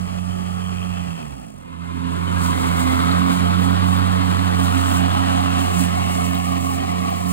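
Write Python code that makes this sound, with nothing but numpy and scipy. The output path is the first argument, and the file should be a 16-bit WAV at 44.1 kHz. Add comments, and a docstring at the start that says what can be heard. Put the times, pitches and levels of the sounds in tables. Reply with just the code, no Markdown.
"""A battery lawnmower on an open lawn, heard through a pair of microphone ports, with no echo.
Far off it hums, is switched off and coasts down; a second pass fades in close by and moves away.
The two blade tips make the hum, chop the air rushing through the deck and cut with a steady hiss.
Over it come swishes of grass, probably footsteps. Stalks crack, flung bits tick against the deck,
and the wheel drive adds a thin whine."""
import sys
import numpy as np
from scipy import signal
from scipy.fft import rfft, irfft
from scipy.io import wavfile

SR = 44100
rng = np.random.default_rng(int(sys.argv[2]) if len(sys.argv) > 2 else 0)


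def materialize(psi):
    """Save the field psi as 16-bit PCM at rate SR to the path in sys.argv[1].

    A 1-D psi becomes a single channel; in a 2-D psi each row is a channel.
    """
    bounded = np.clip(np.atleast_2d(psi).T, -1, 1)
    quanta = np.round(bounded * 32767).astype(np.int16)
    wavfile.write(sys.argv[1], SR, quanta)


N = 322812
TIME = np.arange(N) / SR
FREQS = np.maximum(np.arange(N // 2 + 1) * SR / N, 1)
RUN_HZ = 90.7   # blade passes per s of the distant mower under power
CUTOFF_HZ = 15750   # top of the microphone's range

# close by, the blade sags in thick grass and recovers: t/s, blade passes/Hz
BLADE_SPEED = [(1.7, 85.6), (2.23, 87.6), (2.25, 88.3), (2.42, 88.3), (2.45, 87.4), (2.94, 86.6),
               (3.17, 89.1), (3.94, 90.4), (4.17, 91.4), (4.84, 89.2), (5.44, 90.4), (5.72, 89.4),
               (6.55, 89.0), (7.32, 90.3)]


def close_pass():
    """Tones and noise of the mower cutting past the microphone: approaching, side on, then from behind."""
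    # the hum's first three harmonics, swelling and fading irregularly: t/s, level/dB
    fundamental = [(1.7, -46), (1.73, -39), (1.98, -32.5), (2.15, -30.5), (2.37, -24), (2.62, -26.5),
                   (3.22, -25), (3.34, -32), (3.42, -24), (3.89, -22), (4.42, -24.5), (4.71, -23),
                   (7.21, -31), (7.32, -30)]
    second = [(1.7, -45.5), (1.84, -36), (2.51, -26.5), (2.59, -34.5), (2.67, -24.5), (2.9, -32.5),
              (2.97, -56), (3.01, -33), (3.14, -23), (4.69, -27.5), (4.81, -37), (5.02, -23), (5.11, -33),
              (5.57, -28), (5.66, -42), (5.78, -21.5), (5.96, -29.5), (6.52, -28.5), (6.8, -38.5),
              (7.01, -27), (7.15, -37), (7.32, -23)]
    third = [(1.7, -50), (1.93, -45), (1.95, -37.5), (2.15, -32.5), (2.23, -48), (2.42, -26.5),
             (2.47, -35.5), (2.65, -28), (2.75, -36), (2.81, -23), (3.11, -28), (3.17, -35), (3.23, -24.5),
             (3.61, -39), (3.67, -20), (3.8, -40), (3.87, -27.5), (3.91, -35.5), (4.02, -31), (4.16, -43),
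             (4.2, -23), (4.36, -37.5), (4.39, -24), (4.53, -39.5), (4.64, -24.5), (4.69, -38),
             (4.75, -25.5), (4.84, -32), (5.05, -26), (5.13, -44), (5.19, -27), (5.57, -31), (5.64, -27),
             (5.69, -56), (5.82, -25.5), (5.89, -42.5), (6.32, -31), (6.46, -39), (6.58, -26.5),
             (6.93, -32.5), (6.97, -46), (7.04, -31), (7.16, -48.5), (7.32, -30)]
    # air rush as the mower comes close and moves off: t/s, level/dB
    air_level = [(1.7, -51.5), (1.93, -44), (2.5, -32.5), (3.26, -30.5), (4.03, -32), (5.22, -31),
                 (6.76, -35), (6.99, -34), (7.32, -36.5)]
    # air rush from four angles, each notched differently by the ground bounce: f/Hz, level/dB
    approach = [(55.0, -3), (130.0, 1), (270.0, 5), (430.0, -7), (600.0, -10.5), (780.0, -11.5), (900, -5),
                (1010.0, -1.5), (1120, -5.5), (1400, -9.5), (1900.0, -21), (2130, -18), (2400.0, -18),
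                (3500.0, -22.5), (5500.0, -36.5), (9500.0, -38), (15500.0, -51)]
    beside = [(55.0, -8), (130.0, -2), (270.0, 1.5), (380.0, -8.5), (580.0, -9), (750.0, -6), (930.0, -7),
              (1130.0, -5), (1290, -10), (1500, -12.5), (1720.0, -18), (1950, -17), (2700.0, -21),
              (3150, -21), (3500.0, -21.5), (5500.0, -31.5), (9500.0, -31.5), (15500.0, -40)]
    rear_quarter = [(55.0, -10), (250.0, 2.5), (380.0, -13.5), (560.0, -9), (720.0, 0), (920.0, -7),
                    (1150.0, -6.5), (1650.0, -15), (2200, -18.5), (2900.0, -17), (3600.0, -22),
                    (5000.0, -28), (9500.0, -30.5), (15500.0, -41)]
    behind = [(55.0, -8), (250.0, 3), (350.0, -8), (560.0, -12), (720.0, 1), (940.0, -15), (1130.0, -2),
              (1400, -21), (1580.0, -24), (1850, -18.5), (2250.0, -17), (3000.0, -21), (3600.0, -25.5),
              (5500.0, -29), (9500.0, -30.5), (15500.0, -38.5)]
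    # when each of the spectra below faces the microphone: t/s, lift of the rush/dB
    aspects = [(2.1, 7), (2.9, 5), (4.1, 5.5), (5.4, 6.5), (6.6, 6)]
    spectra = [approach, beside, beside, rear_quarter, behind]

    (pass_hz,), (air_db,) = in_time(BLADE_SPEED), in_time(air_level)
    passes = np.cumsum(pass_hz) / SR
    levels_db = [in_time(harmonic)[0] + 6.5 for harmonic in (fundamental, second, third)]
    tones = hum(passes, levels_db, waver_db=[.35, 1.0, 1.4], sway=0.16, waver_hz=9)
    tones += from_db(air_db + 2.5) * whine(passes, pass_hz, jitter=0.003, motor_db=0)
    noise = deck_rumble(passes, level_db=air_db - 7.5, gust_db=1.5, gusts_per_s=1.7)
    air = chopped(passes, blade_db=1.17, shaft_db=0, flutter_db=1.22, buzz=0.22)
    air += rattle(level_db=-12.5, per_s=900, ring_s=0.021, low_hz=649.8, high_hz=3494)
    # stalks snap in tiny clumps as a tip sweeps through them, a little before it reaches the chute
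    snaps = chopped(passes + 0.22, blade_db=1.0, shaft_db=0.25, flutter_db=0.93)
    snaps *= from_db(1.4 * drift(700))
    grass = grass_envelope(steady_db=2.0, swish_db=0.5)
    times, lifts_db = np.transpose(aspects)
    for spectrum, lift_db, share in zip(spectra, lifts_db, np.eye(len(aspects))):
        rush = from_db(air_db + lift_db) * through_deck(air, spectrum, "rush")
        hiss = grass * through_deck(snaps, spectrum, "hiss")
        noise += np.interp(TIME, times, share) * (rush + hiss)
    fade_in = np.interp(TIME, [1.5, 1.7], [0, 1])
    return fade_in * tones, fade_in * noise


def far_pass():
    """Tones and noise of the distant mower; each layer falls with tip speed by its own law."""
    # deck resonances that the hum glides through: f/Hz, level/dB
    hum_response = [(48, -35), (53, -42), (62, -38), (71, -34), (80, -53), (86, -37), (90, -32.5),
                    (105, -42), (123, -48), (135, -34), (160, -36), (174, -29.5), (181, -31.5),
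                    (195, -38.5), (245, -43), (272, -56)]
    # air rush from across the lawn: f/Hz, level/dB
    spectrum = [(55.0, 2), (110, 3), (250.0, 2.5), (340.0, -6.5), (570.0, -8), (700.0, -3.5), (850, -5),
                (990.0, -12), (1200.0, -5), (1300, -9.5), (1400, -14), (1550, -19), (1780.0, -18),
                (2050, -18.5), (2280, -18.5), (2650, -16.5), (2900, -20.5), (3400.0, -19), (3600, -32.5),
                (4400.0, -26.5), (5200.0, -26.5), (6000.0, -26.5), (9500.0, -28), (15500.0, -38)]
    pass_hz = coasting_speed()
    passes = np.cumsum(pass_hz) / SR
    slowing = np.log10(pass_hz / RUN_HZ)   # decades of speed, negative as the blade coasts
    air_db, hiss_db, hum_db = 57 * slowing, 31 * slowing, 61 * slowing
    levels_db = [at_hz(hum_response, k * pass_hz) + hum_db + 7.5 for k in (1, 2, 3)]
    shake = 1 - 6.6 * slowing   # the slower, the less steady
    tones = hum(passes, levels_db, waver_db=[.3 * shake, shake, 2.2], sway=0.13 * shake, waver_hz=18)
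    # the overtones sink with the air rush while the motor lines hold their level
    tones += from_db(air_db - 39) * whine(passes, pass_hz, jitter=0.0061, motor_db=-air_db - 3.5)
    air = chopped(passes, blade_db=0.5, shaft_db=-1.05, flutter_db=1.4, buzz=0.33)
    rush = from_db(air_db - 36) * through_deck(air, spectrum, "rush")
    # the slowing blade lets the hiss fall further between its passes
    throb_db = np.interp(pass_hz, [50, 90], [3.5, 1.5])
    throbbing = chopped(passes, blade_db=throb_db, shaft_db=0.46, flutter_db=0.31)
    hiss = from_db(hiss_db - 48) * through_deck(throbbing, spectrum, "hiss")
    fade_out = np.interp(TIME, [1.6, 1.85], [1, 0])
    return fade_out * tones, fade_out * (rush + hiss)


def coasting_speed(switch_off_s=1.095, grip_s=0.067, brake_hz_per_s=92, slowest_hz=39.83):
    """Blade passes per s of the distant mower: steady, until a brake takes hold and slows it evenly."""
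    braked_s = grip_s * np.logaddexp(0, (TIME - switch_off_s) / grip_s)
    return np.maximum(RUN_HZ - brake_hz_per_s * braked_s, slowest_hz)


def hum(passes, levels_db, waver_db, sway, waver_hz):
    """The first blade harmonics; the higher ones lag further in phase, and turbulence shakes them more."""
    out = np.zeros(N)
    for k, (db, shake_db) in enumerate(zip(levels_db, waver_db), 1):
        gain = from_db(db + shake_db * drift(waver_hz))
        phase = 2 * np.pi * k * passes - k * k + sway * (k - 1) * drift(5)
        out += gain * np.sqrt(2) * np.sin(phase)
    return out


def whine(passes, pass_hz, jitter, motor_db):
    """Blade overtones and motor lines; nearly in step, they add up to a knock on each turn."""
    # blade overtones as the deck colours them: f/Hz, relative level/dB
    overtones = [(100, -1), (200, 14), (280, 8.5), (350, -6), (450, -6.5), (540, -13), (620, -10),
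                 (800, -19), (980, -21), (1100, -12.5), (1600, -30)]
    # shaft imbalance and its knock on the deck: multiple of shaft speed, relative level/dB
    motor = [(1, -21), (3, -24), (5, -12), (7, -25), (9, -23), (23, -9.5), (24, -11), (25, -6), (26, -13),
             (27, -24), (28, -17.5), (29, -10.5)]
    shaken = passes + jitter * drift(9.6)
    lines = [(k, at_hz(overtones, k * pass_hz)) for k in range(4, 16)]
    lines += [(multiple / 2, db + motor_db) for multiple, db in motor]   # two passes to a shaft turn
    out = np.zeros(N)
    for k, db in lines:
        gain = from_db(db + 2.9 * drift(4))
        cycles = k * shaken + .05 * drift(3)
        out += gain * np.cos(2 * np.pi * cycles)
    return out


def chopped(passes, blade_db, shaft_db, flutter_db, buzz=None):
    """Two noises that swell as each tip passes the chute; shaft_db makes the two tips unequal."""
    swell_db = blade_db * np.cos(2 * np.pi * passes) + shaft_db * np.cos(np.pi * passes)
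    air = rng.standard_normal((2, N)) if buzz is None else buzzing_air(passes, buzz)
    return air * from_db(swell_db + flutter_db * drift(24))


def buzzing_air(passes, buzz, points=1024):
    """Two noises laid around the shaft; the share buzz (0-1) of each turn comes back on the next."""
    turns = passes / 2
    fresh = rng.standard_normal((2, int(turns.max()) + 12, points))
    repeating = signal.lfilter([1], [1, -buzz], fresh, axis=1)
    settled = repeating[:, 8:].reshape(2, -1)
    return rms_one(np.array([np.interp(turns * points, np.arange(len(side)), side) for side in settled]))


def through_deck(noise, spectrum, part):
    """Colour noise by a spectrum and the deck's rings; keep the "rush" below 6 kHz or the "hiss" above."""
    # resonances of the deck and chute: f/Hz, width/Hz, lift/dB
    deck_rings = [(340, 74, 0), (630, 39, 1.5), (784, 53, 1.5), (1040, 66, 3), (1285, 76, 2.5),
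                  (1620, 63, 0.5), (2100, 730, 0), (3150, 75, 5), (4280, 1300, 3), (5100, 120, 3)]
    rings_db = sum(db / (1 + (2 * (FREQS - hz) / width) ** 2) for hz, width, db in deck_rings)
    low_share = 1 / (1 + (FREQS / 6000) ** 8)
    gain = from_db(at_hz(spectrum, FREQS) + rings_db)
    gain *= np.sqrt(low_share if part == "rush" else 1 - low_share)
    gain /= np.sqrt(1 + (48 / FREQS) ** 8)   # low cut at 48 Hz
    power_above_500_hz = np.mean(gain ** 2 * (FREQS > 500))
    return irfft(rfft(rms_one(noise)) * gain, N) / np.sqrt(power_above_500_hz)


def deck_rumble(passes, level_db, gust_db, gusts_per_s):
    """Turbulence under the deck rumbles in gusts, chopped by the blade."""
    gain = from_db(level_db + gust_db * drift(gusts_per_s))
    air = chopped(passes, blade_db=2.1, shaft_db=0.84, flutter_db=0.87)
    return gain * rms_one(band(air, 175, 370))


def grass_envelope(steady_db, swish_db):
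    """Strength of the grass noise: swishes, probably footsteps, over the steady cutting hiss."""
    # steady cutting hiss: t/s, level/dB
    steady_hiss = [(1.6, -68), (1.9, -54.5), (2.6, -40), (3.59, -44.5), (6.2, -41), (6.86, -45),
                   (7.32, -42)]
    # swishes of grass: peak t/s, build-up/s, peak level/dB
    swishes = [(2.46, 0.06, -34.5), (2.62, 0.11, -44), (2.80, 0.034, -36), (2.94, .05, -43),
               (3.12, 0.026, -55), (3.34, 0.055, -36), (3.63, 0.042, -42.5), (3.94, 0.085, -41.5),
               (4.65, 0.073, -39.5), (4.79, 0.079, -38.5), (4.96, 0.17, -35), (5.63, 0.083, -37.5),
               (5.83, 0.14, -33.5), (6.14, 0.058, -37), (6.26, 0.039, -37), (6.47, 0.032, -42),
               (6.63, 0.024, -40), (6.73, 0.1, -39), (7.31, 0.037, -36)]
    fall_s = 0.049   # each swish dies away quickly
    hiss_db, = in_time(steady_hiss)
    swish_power = sum((from_db(db + swish_db) * swell(s, rise_s, fall_s)) ** 2
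                      for s, rise_s, db in swishes)
    return np.sqrt(from_db(hiss_db + steady_db) ** 2 + swish_power)


def rasp(grain_db, bite_db, db_per_decade):
    """Each tip tears through the stalks in a buzzing bite that rings in the deck and dies as it slows."""
    # stretches of thicker grass: middle t/s, half length/s, peak level/dB, ring f/Hz, width/Hz
    thick_grass = [(0.74, 0.55, -43.5, 1210, 260), (0.94, 0.67, -53, 1870, 200),
                   (1.07, 0.58, -43.5, 2660, 440), (0.8, 0.57, -45, 3090, 190),
                   (2.97, 0.47, -31, 1266, 180), (3.8, 0.83, -46, 3130, 250), (4.85, 0.24, -35, 1340, 260),
                   (5.15, 0.89, -40, 2900, 500), (6.3, 0.65, -44, 2810, 410), (6.3, 0.79, -40.5, 1145, 200)]
    is_far = TIME < 1.65   # then the close pass takes over
    far_hz, (close_hz,) = coasting_speed(), in_time(BLADE_SPEED)
    passes = np.where(is_far, np.cumsum(far_hz), np.cumsum(close_hz)) / SR
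    force = np.where(is_far, from_db(db_per_decade * np.log10(far_hz / RUN_HZ)), 1)
    tearing = chopped(passes, blade_db=bite_db, shaft_db=1.5, flutter_db=1.8, buzz=.55)
    tearing *= from_db(grain_db * drift(150))
    out = np.zeros((2, N))
    for s, half_s, db, hz, width_hz in thick_grass:
        ring = rms_one(band(tearing, hz - width_hz / 2, hz + width_hz / 2))
        out += from_db(db) * swell(s, half_s, half_s) * ring
    return force * out


def flung_bits():
    """Bits thrown by the blade tick against the deck."""
    # impacts: t/s, relative peak level/dB, ring f/Hz
    impacts = [(2.8024, -39, 8030), (3.1128, -32.5, 4200), (5.8344, -35, 8630), (6.2174, -37, 9640),
               (6.2507, -40, 7470), (6.3485, -44, 3740), (6.6094, -41, 7600)]
    return ticks(impacts, decay_s=0.0064, gain_db=12)


def snapping_stalks(level_db, snaps_per_s, spread_db):
    """Tiny bright snaps of stalks, thicker and louder in every swish, and a few sharp cracks."""
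    # single stalks cracking: t/s, relative peak level/dB
    cracks = [(3.6105, -35), (3.9745, -30), (4.9375, -25), (5.617, -31), (5.809, -28), (6.3082, -31),
              (6.3481, -25), (6.3885, -32), (6.7003, -32), (6.7353, -29), (7.1019, -32), (7.168, -34),
              (7.2865, -33)]
    strength = rms_one(grass_envelope(steady_db=4.0, swish_db=3.0))
    snapped = rng.random(N) < snaps_per_s * strength / SR
    sizes = from_db(spread_db * np.minimum(rng.exponential(1, N), 4)) * rng.standard_normal((2, N))
    snaps = snapped * sizes * strength ** .7
    crackle = from_db(level_db) * rms_one(band(snaps + 1e-18, 12000, CUTOFF_HZ))
    return crackle + ticks([(s, db, 14500) for s, db in cracks], decay_s=0.001, gain_db=5)


def rattle(level_db, per_s, ring_s, low_hz, high_hz):
    """Clippings and loose panels ping briefly, each at a pitch and strength of its own."""
    age = np.arange(SR // 16) / SR
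    envelope = np.exp(-age / ring_s) - np.exp(-age / 0.0049)
    out = np.zeros((2, N + len(age)))
    for when, pitch, size, side in rng.random((int(per_s * N / SR), 4)):
        hz = low_hz + pitch * (high_hz - low_hz)
        ping = -np.log(1 - size) * envelope * np.sin(2 * np.pi * hz * age)
        start = int(when * N)
        out[:, start:start + len(age)] += np.outer([1, np.sign(side - .5)], ping)
    return from_db(level_db) * rms_one(out[:, :N])


def wheel_drive(gain_db, meshes_per_turn):
    """A thin, rough gear whine, geared to the shaft, whose pitch trembles with the load."""
    # gear whine: t/s, level/dB, tremble/Hz
    gear_whine = [(1.55, -100, 18), (1.65, -58, 15), (2.1, -51, 25), (2.9, -35.5, 58.6), (3.6, -49, 48),
                  (4.5, -70, 40), (5.6, -45, 20), (6.3, -40.5, 13), (7.32, -55, 14)]
    (pass_hz,), (db, tremble_hz) = in_time(BLADE_SPEED), in_time(gear_whine)
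    hz = meshes_per_turn * pass_hz / 2 + tremble_hz * drift(70)
    return from_db(db + gain_db + 2.9 * drift(45)) * np.sin(2 * np.pi * np.cumsum(hz) / SR)


def braking_rumble(level_db, middle_s, half_s):
    """The distant deck shudders while the brake holds the blade."""
    shudder = rms_one(band(rng.standard_normal((2, N)), 130, 330))
    return from_db(level_db) * swell(middle_s, half_s, half_s) * shudder


def spin_down(tremble_hz):
    """The faint whine of the distant motor running down."""
    # falling whine: t/s, f/Hz, level/dB
    glide = [(1.3, 9900, -83), (1.45, 9350, -74), (1.6, 8850, -66), (1.75, 8400, -75), (1.9, 8300, -88)]
    hz, db = in_time(glide)
    gain = from_db(db + 2.5 * drift(20))
    return gain * np.sin(2 * np.pi * np.cumsum(hz + tremble_hz * drift(90)) / SR)


def microphone_ports(tones, noise):
    """The left port loses bass and is shifted in phase; it shares only part of the right's noise."""
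    # left port against right: f/Hz, level/dB
    balance = [(50, -8), (88, -17), (178, -23), (215, -20), (268, -16), (330, -4), (450, 0.05), (1200, 0),
               (2800, 0.27), (15000, 0)]
    # lead of the left port: f/Hz, phase/rad
    lead = [(90, -1.83), (180, -2), (270, -2.5), (400, -3.5), (950, -3.6), (1400, -4.05), (1750, -4.7),
            (2200, -4.1), (2750, -4.3), (3200, -3.9), (3900, -4.5), (5300, -3.25), (6100, -3.05),
            (7800, -0.2), (9200, .15), (11200, 2.8), (12400, 3.4), (14200, 6.2)]
    # noise common to both ports: f/Hz, likeness (0-1)
    likeness = [(50, .4), (210, 0.55), (350, 0.92), (900, 0.975), (1400, 0.94), (1750, 0.78), (2150, .88),
                (2700, .72), (3050, 0.89), (3600, .68), (4600, 0.74), (5800, .95), (7000, 0.7),
                (8400, 0.95), (10200, .72), (11700, .96), (13300, .6), (15000, 0.95)]
    alike = at_hz(likeness, FREQS)
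    shared, own = rfft(noise)
    left = rfft(tones) + alike * shared + np.sqrt(1 - alike ** 2) * own
    left *= from_db(at_hz(balance, FREQS)) * np.exp(1j * at_hz(lead, FREQS))
    return np.array([irfft(left, N), tones + noise[0]])


def ticks(rows, decay_s, gain_db):
    """Short bright noise bursts, each around its own pitch."""
    out = np.zeros((2, N))
    age = np.arange(SR // 20) / SR
    for s, db, hz in rows:
        burst = rng.standard_normal((2, len(age))) * np.exp(-age / decay_s)
        tick = band(burst, hz * 0.92, hz * 1.08)
        tick *= from_db(db + gain_db) / np.abs(tick).max()
        start = int(s * SR)
        out[:, start:start + len(age)] += tick[:, :N - start]
    return out


def swell(s, rise_s, fall_s):
    """A bell-shaped envelope of height 1 at time s."""
    return np.exp(-((TIME - s) / np.where(TIME < s, rise_s, fall_s)) ** 2)


def drift(rate):
    """Smooth random wander of spread 1 that changes about rate times a second."""
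    step = max(1, int(SR / (8 * rate)))
    slow = np.convolve(rng.standard_normal(N // step + 8), np.hanning(7), "valid")
    return np.interp(np.arange(N), step * np.arange(len(slow)), rms_one(slow))


def band(x, low_hz, high_hz):
    """Butterworth band-pass."""
    return signal.sosfilt(signal.butter(2, [low_hz, high_hz], "band", fs=SR, output="sos"), x)


def in_time(rows):
    """Each column after a table's times, at every sample."""
    s, *columns = np.transpose(rows)
    return [np.interp(TIME, s, column) for column in columns]


def at_hz(points, hz):
    """Read a table on a log-frequency axis."""
    f, value = np.transpose(points)
    return np.interp(np.log(hz), np.log(f), value)


def from_db(db):
    """Decibels to gain."""
    return np.exp(np.asarray(db) * np.log(10) / 20)


def rms_one(x):
    """Scale to unit power."""
    return x / np.sqrt(np.mean(x ** 2) + 1e-20)


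def scene():
    """The far pass, then the close one, reaching the microphone across the open lawn."""
    far_tones, far_noise = far_pass()
    close_tones, close_noise = close_pass()
    tones = far_tones + close_tones
    tones += wheel_drive(gain_db=3.0, meshes_per_turn=49)
    tones += spin_down(tremble_hz=80)
    noise = far_noise + close_noise
    noise += braking_rumble(level_db=-43, middle_s=1.4, half_s=.25)
    noise += rasp(grain_db=2, bite_db=8, db_per_decade=80)
    noise += flung_bits()
    noise += snapping_stalks(level_db=-55, snaps_per_s=1400, spread_db=2.2)
    return microphone_ports(tones, noise)


def record(dry):
    """A steep low-pass cuts the top of both channels."""
    return signal.sosfilt(signal.ellip(12, .1, 90, CUTOFF_HZ, fs=SR, output="sos"), dry)


dry = scene()
out = record(dry)
materialize(out)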